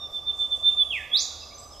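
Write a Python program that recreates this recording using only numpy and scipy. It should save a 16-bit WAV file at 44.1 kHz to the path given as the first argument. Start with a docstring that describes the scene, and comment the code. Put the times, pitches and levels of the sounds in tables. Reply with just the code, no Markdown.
"""Bushland, an eastern whipbird a little right of the microphone. Its thin whistle swells in seven
throbs, dives an octave, pauses and cracks upward like a whip. Trunks and leaves scatter the call into
a long tail. Small birds pipe farther off, over swells of insect hiss and a low, distant drone."""
import sys
import numpy as np
from scipy import signal
from scipy.fft import rfft, irfft
from scipy.io import wavfile
from scipy.ndimage import uniform_filter1d

SR = 44100
rng = np.random.default_rng(int(sys.argv[2]) if len(sys.argv) > 2 else 0)


def bounce(signal):
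    """Save signal as a 16-bit WAV file at the path given by the first command-line argument."""
    frames = np.transpose(np.atleast_2d(signal))
    limited = np.clip(frames, -1, 1)
    pcm = np.round(limited * 32767).astype(np.int16)
    wavfile.write(sys.argv[1], SR, pcm)


N = 79380

# the downward glide that takes over from the whistle (time [s], pitch [Hz], relative level [dB])
DIVE_PATH = [(.885, 3445, -52), (.908, 3388, -28), (.928, 2763, -29), (.95, 2450, -31.5), (.974, 2050, -33),
             (.998, 1740, -38), (1.035, 1739, -45)]


def undb(db):
    """Decibels to gain."""
    return 10 ** (np.asarray(db) / 20)


def unit(x):
    """Scale to an rms of 1."""
    return x / np.sqrt(np.mean(x ** 2))


def pan(x, db):
    """Place a sound by its left minus right level."""
    return x * undb(np.array([[.5], [-.5]]) * db)


def per_bin(points):
    """Join (frequency [Hz], level [dB]) points on a log-frequency axis."""
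    hz, db = np.array(points, float).T
    return np.interp(np.log(np.fft.rfftfreq(N, 1 / SR) + 1), np.log(hz), db)


def noise(colour, side):
    """Coloured stereo noise; side is the gain of the part that differs between left and right."""
    mid, wide = irfft(rfft(rng.standard_normal((2, N))) * undb(per_bin(colour)), N)
    return unit(mid) + side * unit(wide) * np.array([[1], [-1]])


def band(hz, width):
    """Narrow noise around one frequency; around 0 Hz it is a random waver."""
    f = np.fft.rfftfreq(N, 1 / SR)
    return unit(irfft(rfft(rng.standard_normal(N)) * np.exp(-((f - hz) / width) ** 2), N))


def forest(x, near_db=0, far_db=0):
    """Add quick scatter from near foliage, one echo off a big trunk and a long tail from trees beyond."""
    # colour of the scattered sound (frequency [Hz], level [dB])
    scatter = [(1700, 0.5), (2700, -1), (3400, -2.5), (4200, -1.5), (5200, 3.5), (7500, 2), (12000, -1.5)]
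    age = np.maximum(np.arange(N) / SR - .002, 0)  # the first scatter arrives 2 ms late
    near, far = (unit((age > 0) * undb(-60 * age / t60)) / np.sqrt(N) for t60 in (.3, .97))
    grain = irfft(rfft(rng.standard_normal((2, N))) * undb(per_bin(scatter)), N)
    mid, wide = grain * np.hypot(undb(near_db) * near, undb(far_db) * far)
    echoes = mid + .2 * wide * np.array([[1], [-1]])
    trunk = undb(-16) * np.pad(x, (int(.052 * SR), 0))[:N]
    return x + trunk + signal.fftconvolve(x[None], echoes, axes=1)[:, :N]


def syrinx(hz, level, overtones, near_db, far_db):
    """The whipbird's voice through the trees: a nearly pure, wavering tone with faint overtones."""
    waver, full_voice_db, rolloff_hz = .0018, -13, 13000
    phase = 2 * np.pi * np.cumsum(hz * (1 + waver * band(0, 90))) / SR
    effort = (level / undb(full_voice_db)) ** .54  # overtones grow faster than the note itself
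    upper = sum(undb(db) * np.sin(k * phase) / np.hypot(1, (k * hz / rolloff_hz) ** 10)
                for k, db in overtones)
    upper = forest(undb(-2) * effort * level * upper, near_db=2.4, far_db=4.5)
    fundamental = forest(level * np.sin(phase), near_db, far_db)
    return np.sqrt(2) * (fundamental + upper)


def whistle(t):
    """One breathy held note that builds in throbs, its pitch sagging within most of them."""
    # throbs (start [s], peak [s], end [s], relative level [dB], first pitch [Hz], last pitch [Hz])
    throbs = [(-.02, .05, .08, -33.5, 3720, 3555), (.112, .168, .206, -29, 3600, 3510),
              (.25, .298, .324, -23, 3610, 3525), (.374, .42, .474, -22.5, 3580, 3510),
              (.497, .535, .572, -22, 3600, 3480), (.615, .686, .707, -15.5, 3555, 3555),
              (.757, .82, .842, -16, 3650, 3430)]
    # overtones of the whistle (multiple of the pitch, relative level [dB])
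    overtones = [(2, -49.5), (3, -42)]
    # air in the whistle (frequency [Hz], relative level [dB])
    breath_colour = [(2000, -38.5), (2450, -18.5), (2720, -7), (3050, -6), (3450, 5), (3800, -3),
                     (4200, -29.5), (6000, -42)]
    held_db, held_hz = -22.5, 3523  # the note carries on this far below the throbs
    _, peaks, ends, peak_db, _, _ = np.array(throbs).T
    fade_into_dive = np.interp(t, [ends[-1], DIVE_PATH[1][0]], [1, 0])
    level = undb(np.interp(t, peaks, peak_db) + held_db) * fade_into_dive + 1e-9
    weighted_hz = level * held_hz
    for start, peak, end, db, first_hz, last_hz in throbs:
        rise = np.clip((t - start) / (peak - start), 0, 1)
        fall = np.clip((end - t) / (end - peak), 0, 1)
        throb = undb(db) * np.sin(rise * np.pi / 2) ** 2 * np.sin(fall * np.pi / 2) ** 1.49
        sag = np.clip((t - start) / (end - start), 0, 1) ** .7
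        level += throb
        weighted_hz += throb * (first_hz + (last_hz - first_hz) * sag)
    breath = undb(-28.5) * level * noise(breath_colour, side=0)[0]
    return syrinx(weighted_hz / level, level, overtones, near_db=-26, far_db=-15) + forest(breath)


def small_bird_note(t, start, length, first_hz, last_hz, db):
    """A rounded, pure note with a slight waver in pitch."""
    progress = np.clip((t - start) / length, 0, 1)
    hz = (first_hz + (last_hz - first_hz) * progress) * (1 + .0061 * band(0, 150))
    envelope = undb(db) * np.sqrt(2 * np.abs(np.sin(np.pi * progress)))
    return envelope * np.sin(2 * np.pi * np.cumsum(hz) / SR)


def small_birds(t):
    """Steady pipings and slurred chirps from deeper in the trees."""
    # thin notes on one pitch (start [s], length [s], pitch [Hz], relative level [dB])
    pipe_notes = [(-.03, 0.1, 5505, -55), (0.062, 0.17, 5494, -70.5), (0.052, 0.15, 4910, -68.5),
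                  (1.398, 0.044, 4963, -44), (1.525, .06, 4963, -52.5), (1.542, 0.024, 6112, -45.5),
                  (1.58, 0.049, 6065, -51), (1.706, 0.048, 5165, -47.5), (1.788, 0.058, 5170, -41)]
    # short slurs (start [s], length [s], first pitch [Hz], last pitch [Hz], relative level [dB])
    chirp_notes = [(1.295, 0.035, 1512, 1330, -62.5), (1.414, 0.032, 2745, 2585, -56.5),
                   (1.505, 0.026, 2120, 2440, -58), (1.576, 0.019, 7230, 7900, -51),
                   (1.581, 0.029, 7380, 8300, -57), (1.722, .035, 3830, 2860, -58),
                   (1.76, 0.029, 3000, 3710, -60)]
    pipes = sum(small_bird_note(t, start, length, hz, hz, db) for start, length, hz, db in pipe_notes)
    chirps = sum(small_bird_note(t, *row) for row in chirp_notes)
    return pan(forest(pipes, near_db=-16, far_db=-2) + forest(chirps), -2)


def swells(t, rows):
    """Soft, bell-shaped rises and falls of level."""
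    return sum(undb(db) * np.exp(-.5 * ((t - middle) / width) ** 2) for middle, width, db in rows)


def insects_and_air(t):
    """Two kinds of fluttering insect hiss swell over the steady air, spread around the microphone."""
    # the broad insect hiss (frequency [Hz], relative level [dB])
    hiss_colour = [(3500, -29), (4800, -2), (6000, 2), (7500, 4), (9000, -2), (10500, -14), (13000, -11),
                   (15500, -16)]
    # swells of the broad hiss (middle [s], half width [s], relative level [dB])
    broad_swells = [(.155, 0.028, -60), (.405, 0.041, -56), (.57, 0.054, -58), (.71, 0.045, -60.5),
                    (0.839, 0.056, -67.5), (0.998, 0.043, -61), (1.63, 0.042, -70), (1.75, 0.057, -64)]
    # swells of a thinner, higher hiss (middle [s], half width [s], relative level [dB])
    thin_swells = [(.14, .035, -68.5), (1.02, 0.11, -73), (1.24, 0.048, -66.5), (1.62, 0.044, -68.5)]
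    # the still air of the bush (frequency [Hz], relative level [dB])
    air_colour = [(600, -44), (1400, -5), (1900, -1), (2700, -2), (4000, -1), (6000, 0.5), (8000, -6),
                  (10000, -11), (13000, -7.5), (15500, -24)]
    broad = noise(hiss_colour, side=.39) * swells(t, broad_swells)
    thin = band(hz=12460, width=1600) * swells(t, thin_swells)
    flutter = undb(.66 * band(0, 50))
    air = undb(-61.5) * noise(air_colour, side=.39)
    return pan((broad + thin) * flutter + air, -.5)


def drone():
    """A far, low wash with two narrow, wavering hums in it."""
    # the low wash (frequency [Hz], relative level [dB])
    colour = [(20, -6.5), (40, -4.5), (60, 3.5), (85, -3.5), (100, -6.5), (118, -0.5), (150, -12.5),
              (250, -10), (400, -9), (590, -4), (760, -4), (900, -12), (1080, -8.5), (1300, -17.5),
              (1600, -24), (2500, -57)]
    # where each part of the wash sits (frequency [Hz], left minus right [dB])
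    balance = [(60, -0.5), (120, 0.5), (200, -4), (350, 4.5), (700, 0.5), (1000, 3.5), (1300, -9.5)]
    # hums (frequency [Hz], width [Hz], level [dB], left minus right [dB])
    hum_bands = [(76.6, 7.6, -57, -3.5), (1183.4, 69.6, -59.5, -13.5)]
    wash = irfft(pan(rfft(noise(colour, side=.23)), per_bin(balance)), N)
    hums = sum(pan(undb(db) * band(hz, width), lean) for hz, width, db, lean in hum_bands)
    return undb(-51.5) * wash + hums


def glide(t, path, overtones, near_db, far_db):
    """A fast, uneven sweep of the whipbird's voice, smeared into a band of noise by the echoes."""
    edge_s, surge_db, unevenness_hz, wobble = .0018, 2.5, 89.5, .0051
    times, hz, db = np.array(path).T
    gate = np.clip(np.minimum(t - times[0], times[-1] - t) / edge_s, 0, 1)
    pitch = uniform_filter1d(np.interp(t, times, hz), size=300) * (1 + wobble * band(0, unevenness_hz))
    level = gate * undb(np.interp(t, times, db) + surge_db * band(0, unevenness_hz))
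    return syrinx(pitch, level, overtones, near_db, far_db)


def dive(t):
    """The whistle drops an octave and fades."""
    # overtones, stronger than in the whistle (multiple of the pitch, relative level [dB])
    overtones = [(2, -33), (3, -34)]
    return glide(t, DIVE_PATH, overtones, near_db=-4, far_db=-6.5)


def whip_crack(t):
    """After a pause the voice shoots up more than an octave and rings through the trees."""
    # the upward glide (time [s], pitch [Hz], relative level [dB])
    path = [(1.112, 3370, -46), (1.127, 3273, -25.5), (1.143, 3532, -21), (1.16, 3905, -21.5),
            (1.177, 4676, -25), (1.192, 5600, -28), (1.208, 6600, -32.5), (1.22, 7020, -33.5),
            (1.232, 7780, -51)]
    # overtones of the crack (multiple of the pitch, relative level [dB])
    overtones = [(2, -36), (3, -34.5)]
    return glide(t, path, overtones, near_db=-2.5, far_db=-7)


def scene():
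    """The whipbird in front and a little to the right, the rest of the bush behind it."""
    t = np.arange(N) / SR
    whipbird = whistle(t) + dive(t) + whip_crack(t)
    return pan(undb(-1.2) * whipbird, -4.8) + small_birds(t) + insects_and_air(t) + drone()


def record(dry):
    """The recorder cuts the top treble steeply."""
    top_hz = 15650
    return signal.sosfilt(signal.ellip(10, .2, 80, top_hz, fs=SR, output="sos"), dry)


dry = scene()
out = record(dry)
bounce(out)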